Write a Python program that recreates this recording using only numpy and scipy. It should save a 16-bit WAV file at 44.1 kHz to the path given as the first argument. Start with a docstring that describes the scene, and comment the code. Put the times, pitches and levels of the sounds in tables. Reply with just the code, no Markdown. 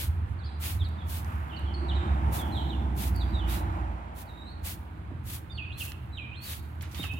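"""A stone-paved yard with a street behind it, over a bed of distant traffic.
Up front a stiff straw broom sweeps about every 0.6 s: the tips hiss, the stalks scrape, grit flicks about.
A car passes in the street, tyres swelling and engine note sinking. Birds chirp and whistle in the trees.
At the end a dog scuffs across the stones after the broom, with clicking claws and soft paw thuds."""
import sys
import numpy as np
from scipy import signal
from scipy.fft import rfft, irfft, next_fast_len
from scipy.io import wavfile
from scipy.ndimage import uniform_filter1d

SR = 44100
rng = np.random.default_rng(int(sys.argv[2]) if len(sys.argv) > 2 else 0)


def pcm_store(signal):
    """Save signal as 16-bit PCM."""
    levels = np.round(np.clip(np.atleast_2d(signal), -1, 1) * 32767)
    wavfile.write(sys.argv[1], SR, levels.astype(np.int16).T)


N = 317079
T = np.arange(N) / SR
SIZE = next_fast_len(N)
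FREQ = np.fft.rfftfreq(SIZE, 1 / SR)
STREET_LAG_S = 0.00039  # street sound reaches the left channel first


def undb(db):
    """Decibels to gain."""
    return 10 ** (np.asarray(db) / 20)


def unit(x):
    """Scale to rms 1."""
    return x / np.sqrt(np.mean(x ** 2))


def filtered(x, gains):
    """Apply a gain at every frequency."""
    return irfft(rfft(x, SIZE) * gains, SIZE)[..., :N]


def response(eq):
    """Gain at every frequency from (frequency [Hz], level [dB]) points."""
    hz, db = np.transpose(eq)
    return undb(np.interp(np.log(FREQ + 1), np.log(hz), db))


def colour(x, eq):
    """Shape a signal with an EQ curve, at rms 1."""
    return unit(filtered(x, response(eq)))


def walk(per_s):
    """Smooth random modulation with a spread near 1."""
    knots = rng.standard_normal(8192)
    return 1.2 * np.interp(T * per_s, np.arange(len(knots)), knots)


def stereo(three, share, lag_s):
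    """Stereo image from three signals: one common and late on the right, one diffuse for each side."""
    late = filtered(three[0], np.exp(-2j * np.pi * FREQ * lag_s))
    return np.sqrt(share) * np.array([three[0], late]) + np.sqrt(1 - share) * three[1:]


def noise(share, lag_s):
    """Stereo white noise; a larger common share narrows the image."""
    return stereo(rng.standard_normal((3, N)), share, lag_s)


def crackle(per_s, spread_db, share, lag_s):
    """Stereo stream of tiny random clicks of uneven size."""
    size = undb(spread_db * np.minimum(rng.exponential(size=(3, N)), 5))
    fires = rng.random((3, N)) < per_s / SR
    return stereo(unit(fires * size * rng.standard_normal((3, N))), share, lag_s)


def rough_hum(cycles, waver_per_s):
    """A tone that wanders in level and phase, at rms 1."""
    waver = walk(waver_per_s) + 1j * walk(waver_per_s)
    return unit(np.real(np.exp(2j * np.pi * cycles) * waver))


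def strike(start, decay_s):
    """Envelope with an instant attack and an exponential decay."""
    return (T >= start) * np.exp(-np.abs(T - start) / decay_s)


def yard_reverb(x, t60_s, wet_db, predelay_s):
    """Scattered echoes from walls, fence and trees, wet only."""
    t = T[:SR]
    tail = rng.standard_normal((2, SR)) * np.exp(-np.log(1000) * t / t60_s) * (t > predelay_s)
    tail /= np.sqrt(np.sum(tail ** 2, axis=1, keepdims=True))
    return undb(wet_db) * signal.fftconvolve(x[None], tail, axes=1)[:, :N]


# Fader ride of the far engines' drone: (time [s], level [dB])
DRONE_RIDE = [(0.07, -38.5), (.17, -33), (.52, -42), (.63, -30), (1.02, -39), (1.22, -33.5), (1.6, -38.5),
              (2.3, -31), (2.8, -38), (3.1, -32.5), (3.7, -35), (4.0, -42), (4.52, -45.5), (4.59, -36.5),
              (5.02, -43), (5.5, -40.5), (6.7, -40.5), (7.19, -35)]
# EQs of the bass drone, road rumble, tyre hiss and outdoor air: (frequency [Hz], level [dB])
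DRONE_EQ = [(20, -34), (40, -25), (60, -9), (72, 1), (81, 6), (95, -0.5), (120, -12), (160, -20),
            (300, -67.5)]
RUMBLE_EQ = [(40, -31), (90, 0.5), (140, 1), (210, 1.5), (265, -5), (325, -5), (390, -13), (500, -20),
             (900, -55)]
TYRE_HISS_EQ = [(400, -7.5), (1000, 7), (1400, 4), (1800, -2), (2500, -8), (3600, -16.5), (5500, -31),
                (9000, -32), (16000, -48)]
AIR_EQ = [(500, 12.5), (1500, 11), (2700, 0.5), (4200, -4.5), (5600, -21.5), (9000, -18), (16000, -38)]


def distant_traffic():
    """The bed: far engines throb and hum, and far roads rumble under a faint outdoor hiss."""
    drone = colour(noise(share=0.98, lag_s=0.0001), DRONE_EQ)
    drone_rms = np.sqrt(uniform_filter1d(np.mean(drone ** 2, axis=0), SR // 12))
    beating_db = 2.5 * walk(11)  # the engines beat against each other
    throb = drone / drone_rms * undb(np.interp(T, *np.transpose(DRONE_RIDE)) + beating_db)
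    fade_in = np.clip((T - 5.1) / 0.088, 0, 1)  # one more engine joins late
    hum = undb(-48.5) * rough_hum(120.3 * T, waver_per_s=25) * fade_in
    rumble = undb(-51 + 0.72 * walk(14)) * colour(noise(share=0.88, lag_s=0.000303), RUMBLE_EQ)
    roads = undb(-57 + 0.27 * walk(10)) * colour(noise(share=0.3, lag_s=STREET_LAG_S), TYRE_HISS_EQ)
    air = undb(-56 + 0.59 * walk(2.26)) * colour(noise(share=0.074, lag_s=STREET_LAG_S), AIR_EQ)
    return throb + hum + rumble + roads + air


# Fader ride of the passing tyres: (time [s], tread roar [dB], hiss [dB])
TYRE_RIDE = [(0.3, -58.5, -57), (1.5, -50.5, -48), (2, -44.5, -45), (2.48, -39.5, -44), (2.9, -45.5, -48.5),
             (3.3, -44.5, -46.5), (3.75, -42, -44.5), (4.1, -50.5, -54.5), (5.2, -60.5, -84)]
# EQs of the midrange tread roar and its top-end fizz: (frequency [Hz], level [dB])
TREAD_EQ = [(300, -12.5), (520, -9.5), (620, -1), (760, 2), (880, 4.5), (970, 0.5), (1100, -11.5),
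            (2000, -46)]
FIZZ_EQ = [(3500, -12), (6000, 18), (8000, 8), (12000, -6), (16000, -13)]


def tyres():
    """Tread rolling on the road: a roar and a hiss that swell and fade with the pass-by."""
    times, *levels = np.transpose(TYRE_RIDE)
    tread_db, hiss_db = (np.interp(T, times, db) for db in levels)
    tread = colour(noise(share=0.58, lag_s=STREET_LAG_S), TREAD_EQ) * undb(tread_db + 1.28 * walk(24))
    hiss = colour(noise(share=0.61, lag_s=STREET_LAG_S), TYRE_HISS_EQ) * undb(hiss_db + 1.26 * walk(10))
    fizz = colour(noise(share=0.36, lag_s=STREET_LAG_S), FIZZ_EQ) * undb(tread_db - 33)
    return tread + hiss + fizz


CLOSEST_AT_S, SPEED_M_S, STREET_M = 2.95, 14, 14
OPEN_FROM_S, OPEN_UNTIL_S, EDGE_S = 1.647, 3.947, 0.1  # the car crosses a gap between two buildings
# The engine sinks to a low boom as the driver eases off: (time [s], firing rate [Hz], exhaust [dB])
ENGINE_RIDE = [(0.6, 70.5, -25.5), (1.3, 71.9, -31.5), (1.85, 67.5, -24), (2.5, 67.86, -30.5),
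               (2.95, 65.86, -26), (3.25, 61.18, -24.5), (3.7, 61.05, -26.5), (5.2, 61.5, -34.5)]


def car():
    """Pass-by on a straight street: exhaust note and tyre hum Doppler down over the body's rumble."""
    along_m = SPEED_M_S * (T - CLOSEST_AT_S)
    distance_m = np.hypot(along_m, STREET_M)
    bearing = along_m / distance_m
    doppler = 1 / (1 + SPEED_M_S * bearing / 343)
    hidden = 1 - (np.tanh((T - OPEN_FROM_S) / EDGE_S) - np.tanh((T - OPEN_UNTIL_S) / EDGE_S)) / 2

    def pass_by(db, hidden_db, lengthwise_db, ahead_db):
        """Gain from distance, shielding by buildings and the direction a part radiates in."""
        aim_db = lengthwise_db * bearing ** 2 - ahead_db * bearing
        return STREET_M / distance_m * undb(db + hidden_db * hidden + aim_db)

    times, firing_hz, exhaust_db = np.transpose(ENGINE_RIDE)
    pitch_hz = np.interp(T, times, firing_hz) * doppler * (1 + 0.01286 * walk(14))
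    phase = 2 * np.pi * np.cumsum(pitch_hz) / SR
    exhaust = np.sin(phase) + undb(-20.5) * np.sin(2 * phase) + undb(-25.5) * np.sin(3 * phase)
    exhaust *= undb(2.9 * walk(17))
    exhaust *= pass_by(db=np.interp(T, times, exhaust_db), hidden_db=-6, lengthwise_db=0.1, ahead_db=2)
    tyre_hum = rough_hum(np.cumsum(329.7 * doppler) / SR, waver_per_s=60)
    tyre_hum *= pass_by(db=-51, hidden_db=-21.5, lengthwise_db=19, ahead_db=-1.1)
    rumble = colour(noise(share=0.97, lag_s=0.000346), RUMBLE_EQ) * undb(0.35 * walk(14))
    rumble *= pass_by(db=-38, hidden_db=-3, lengthwise_db=-5.5, ahead_db=3)
    return exhaust + tyre_hum + rumble + tyres()


def syrinx(hz, gain, waver, octave_db):
    """A bird's voice: a nearly pure tone with pitch tremble, level flutter and a faint octave."""
    phase = 2 * np.pi * np.cumsum(hz * (1 + waver * walk(420))) / SR
    octave = undb(octave_db) * np.clip((hz - 3000) / 1000, 0, 1)  # only high notes carry it
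    return gain * undb(3.5 * walk(90)) * (np.sin(phase) + octave * np.sin(2 * phase))


def slur(start, length, first_hz, last_hz, db, bend):
    """Pitch and gain of one short note that glides fast and then levels off."""
    progress = np.clip((T - start) / length, 0, 1)
    hz = last_hz + (first_hz - last_hz) * (1 - progress) ** bend
    return hz, undb(db) * np.sqrt(4 * progress * (1 - progress))


# Chirp cues: (time [s], length [s], first pitch [Hz], last pitch [Hz], level [dB])
CHIRP_CUES = [(0.387, 0.067, 4560, 3130, -55), (0.432, 0.04, 4100, 4880, -50),
              (0.443, 0.057, 4700, 3870, -51), (0.788, 0.049, 4080, 3126, -47),
              (0.842, 0.028, 4830, 3730, -50.5), (0.981, 0.043, 3700, 3320, -49),
              (1.495, 0.039, 3610, 2730, -43.5), (1.562, 0.022, 4600, 3860, -45),
              (1.657, 0.055, 3440, 3000, -47.5), (1.737, 0.025, 4690, 4170, -41),
              (1.883, 0.041, 4140, 2890, -40), (1.949, 0.022, 4200, 3700, -41),
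              (2.383, 0.072, 3700, 3070, -44), (2.516, 0.094, 4415, 2980, -41),
              (2.688, 0.058, 4176, 2823, -41.5), (3.147, 0.063, 4620, 4500, -51),
              (3.195, 0.048, 4400, 3240, -47), (3.325, 0.068, 4020, 3670, -48),
              (3.384, 0.055, 3710, 2860, -44), (3.48, 0.043, 3720, 3980, -48)]


def chirping_bird():
    """Quick slurred chirps, raspier on the high notes; moving leaves blur the pitch of their tail."""
    notes = [slur(*cue, bend=1.5) for cue in CHIRP_CUES]
    chirps = sum(syrinx(hz, gain, waver=0.018 * (hz / 3500) ** 2.4, octave_db=-26) for hz, gain in notes)
    blurred = sum(syrinx(hz, gain, waver=0.04, octave_db=-18) for hz, gain in notes)
    early = yard_reverb(chirps, t60_s=0.07, wet_db=-2, predelay_s=0.0017)
    tail = yard_reverb(blurred, t60_s=0.7, wet_db=-4, predelay_s=0.02)
    return undb(-5.5) * chirps + early + tail


def swoop(dive_at, lead_s, bottom_s, climb_s, high_hz, low_hz, back_hz, db, swell_db):
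    """Pitch and gain of one whistle: a sagging high note, a dive to a loud low note, a climb back up."""
    sag_hz_per_s, climb_hz_per_s = 7300, 5000
    dive_s, fade_s, accent_lag_s, accent_s = 0.0097, 0.02, 0.021, 0.016
    accent_db_per_octave, tilt_db_per_octave = 11.5, -7
    t = T - dive_at
    octaves = np.log2(high_hz / low_hz)  # deeper dives land harder and spring back faster
    down = np.exp(-np.maximum(t, 0) / dive_s)
    up = np.exp(-np.maximum(bottom_s - t, 0) * octaves / 0.011)
    drift = sag_hz_per_s * np.clip(-t, 0, lead_s) + climb_hz_per_s * np.clip(t - bottom_s, 0, climb_s)
    hz = low_hz + (high_hz - low_hz) * down + (back_hz - low_hz) * up + drift
    accent = np.exp(-((t - accent_lag_s) / accent_s) ** 2)
    gate = np.clip(np.minimum(t + lead_s, bottom_s + climb_s - t) / fade_s + 0.5, 0, 1)
    effort_db = db + swell_db * np.clip(t / bottom_s, 0, 1) + accent_db_per_octave * octaves * accent
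    return hz, gate * undb(effort_db + tilt_db_per_octave * np.log2(hz / low_hz))


# Whistle cues: (dive time [s], lead-in [s], bottom hold [s], climb [s],
# top pitch [Hz], bottom pitch [Hz], return pitch [Hz], level [dB], swell over the hold [dB])
WHISTLE_CUES = [(4.273, .005, .215, 0.041, 4656, 3730, 4222, -56, 9),
                (5.569, 0.05, 0.16, 0.068, 4350, 2496, 4030, -42, -2.5),
                (6.172, 0.0435, 0.19, .1, 3674, 2428, 4105, -41, -1.5),
                (7.024, 0.0042, .175, .012, 3800, 2560, 3660, -42, -3.5)]
# Pips, flat or flicked down: (time [s], length [s], first pitch [Hz], last pitch [Hz], level [dB])
PIP_CUES = [(5.498, 0.027, 3590, 3595, -46), (5.794, 0.036, 3980, 2540, -37),
            (6.448, .05, 4750, 3720, -43.5), (6.978, .045, 3680, 3700, -37.5)]


def whistling_bird():
    """A second bird swoops through long whistles and short pips that ring around the yard."""
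    notes = [swoop(*cue) for cue in WHISTLE_CUES] + [slur(*cue, bend=2.6) for cue in PIP_CUES]
    whistles = sum(syrinx(hz, gain, waver=0.012, octave_db=-23) for hz, gain in notes)
    early = yard_reverb(whistles, t60_s=0.15, wet_db=-3.5, predelay_s=0.003)
    tail = yard_reverb(whistles, t60_s=0.57, wet_db=-8.5, predelay_s=0.047)
    return undb(-5.5) * whistles + early + tail


# Soft knocks: (time [s], level [dB], decay [s])
THUD_CUES = [(5.105, -37, 0.045), (6.993, -29, 0.014), (7.047, -43, 0.02), (7.135, -33, 0.016)]
# EQ of their dull body: (frequency [Hz], level [dB])
THUD_EQ = [(60, -40), (130, 8.5), (200, -5), (300, -0.5), (420, -17.5), (1000, -21), (3000, -50),
           (8000, -61)]


def thuds():
    """Paws and broom head land on the pavers, padded and without a ring."""
    blows = sum(undb(db) * strike(start, decay_s) for start, db, decay_s in THUD_CUES)
    padded = uniform_filter1d(blows, SR // 200)  # soft contact rounds off the attack
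    return padded * colour(noise(share=0.98, lag_s=0.00005), THUD_EQ)


# Spot ticks and scuffs: (time [s], level [dB], band pitch [Hz], decay [s])
TICK_CUES = [(.888, -47, 13000, 0.0011), (1.246, -41, 7000, 0.00088), (1.594, -49, 12000, 0.0016),
             (3.162, -39, 12300, .002), (5.919, -35, 2980, 0.0014), (6.533, -42.5, 2980, 0.0044),
             (6.809, -48.5, 3000, 0.012), (6.821, -41, 12000, 0.0066), (6.827, -49.5, 2210, 0.045),
             (6.914, -53, 6100, 0.015), (6.945, -44, 3400, 0.019), (7.04, -42.5, 1300, 0.02),
             (7.136, -52.5, 6000, 0.0055)]


def grit_and_claws():
    """Grit, straw ends and claws strike the stone in short, broad snaps."""
    snaps = np.zeros((2, N))
    hiss = noise(share=0.26, lag_s=0.00005)
    for start, db, hz, decay_s in TICK_CUES:
        band = signal.butter(1, [hz * 0.6, min(hz * 1.24, 0.45 * SR)], "bandpass", fs=SR, output="sos")
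        makeup = np.sqrt(SR / 2 / hz)  # narrower bands pass less noise
        snaps += undb(db + 2.5) * makeup * signal.sosfilt(band, hiss * strike(start, decay_s) + 1e-18)
    return snaps


# Broom strokes: (time of peak pressure [s], swing down [s], lift off [s],
# tip hiss [dB], scrape relative to hiss [dB], rustle after the lift [dB])
STROKE_CUES = [(.003, .075, 0.1, -39.5, -4.5, -74), (0.652, 0.062, 0.15, -40.5, -2, -70),
               (1.149, 0.096, 0.1, -44.5, -6, -58.5), (2.348, 0.037, 0.1, -40, -8.5, -58.5),
               (3.027, 0.08, 0.1, -41, -3.5, -61), (3.521, 0.056, 0.12, -43, -0.5, -73.5),
               (4.21, 0.071, 0.043, -49.5, -9, -68), (4.673, 0.044, 0.1, -40, -6, -69.5),
               (5.327, 0.095, 0.089, -43.5, -6.5, -75), (5.806, 0.038, 0.15, -42.5, -9.5, -68.5),
               (6.493, 0.092, 0.13, -44, -3, -63.5), (7.045, 0.18, 0.067, -52, 4.5, -56.5)]
# EQs of the bright tip hiss and the lower stalk scrape: (frequency [Hz], level [dB])
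BRISTLE_EQ = [(2000, -8), (3500, 0), (5300, -4.5), (8400, -1.5), (10600, 2.5), (13000, 1.5), (15500, 0.5)]
SCRAPE_EQ = [(300, -7), (700, -6.5), (1200, -5), (1800, -3), (2500, -1), (3500, -2), (4600, -5),
             (6500, -14.5)]


def sand():
    """Grains flicked up by each stroke patter back onto the stone."""
    falling = sum(strike(peak + lift_s, decay_s=0.25) for peak, _, lift_s, *_ in STROKE_CUES)
    grains = colour(crackle(per_s=45, spread_db=4, share=0.38, lag_s=0.0001), BRISTLE_EQ)
    return undb(-75.5) * falling * grains


def broom():
    """Hundreds of straws catch and slip on rough stone: tips hiss, and stalks scrape when pressed."""
    tips, stalks, loose = np.zeros((3, N))
    for peak, swing_s, lift_s, db, scrape_db, rustle_db in STROKE_CUES:
        pressure = np.sin(np.interp(T - peak, [-swing_s, 0, lift_s], [0, np.pi / 2, 0]))
        tips += undb(db) * pressure ** 1.64
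        stalks += undb(db + scrape_db) * pressure ** 2
        loose += undb(db - 10) * uniform_filter1d(pressure, SR // 22)  # strays touch first, leave last
        loose += undb(rustle_db) * strike(peak + lift_s, decay_s=0.19)  # straws spring back
    judder = undb(0.72 * walk(170) + 1.16 * walk(50))  # tufts catch on the pitted surface
    hiss = colour(crackle(per_s=22000, spread_db=2, share=0.23, lag_s=0.000158), BRISTLE_EQ)
    scrape = colour(crackle(per_s=8000, spread_db=1.5, share=0.26, lag_s=0.0001), SCRAPE_EQ)
    rustle = colour(crackle(per_s=1800, spread_db=-2, share=0.33, lag_s=0.00016), BRISTLE_EQ)
    sweep = judder * (undb(3.5) * tips * hiss + undb(1) * stalks * scrape) + undb(1) * loose * rustle
    return sweep * undb([[1.2], [-1.2]])  # panned a little left


def scene():
    """The mix: street at the back, birds around the yard, broom and dog up front with light reverb."""
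    foley = broom() + grit_and_claws() + sand() + thuds()
    reverb = yard_reverb(foley[0], t60_s=0.35, wet_db=-18.5, predelay_s=0.015)
    return distant_traffic() + car() + chirping_bird() + whistling_bird() + foley + reverb


# Stereo balance across the spectrum: (frequency [Hz], left minus right [dB])
BALANCE_EQ = [(60, -3), (130, -0.5), (330, -6), (650, 0), (1200, -3), (2400, -9.5), (4400, -2.5),
              (8000, -3.5), (14000, 2.5)]


def record(dry):
    """Master chain: opposite EQ on left and right, then a steep high cut."""
    lean = np.sqrt(response(BALANCE_EQ))
    balanced = filtered(dry, np.array([lean, 1 / lean]))
    high_cut = signal.ellip(10, 0.2, 80, 15900, fs=SR, output="sos")
    return signal.sosfilt(high_cut, balanced)


dry = scene()
out = record(dry)
pcm_store(out)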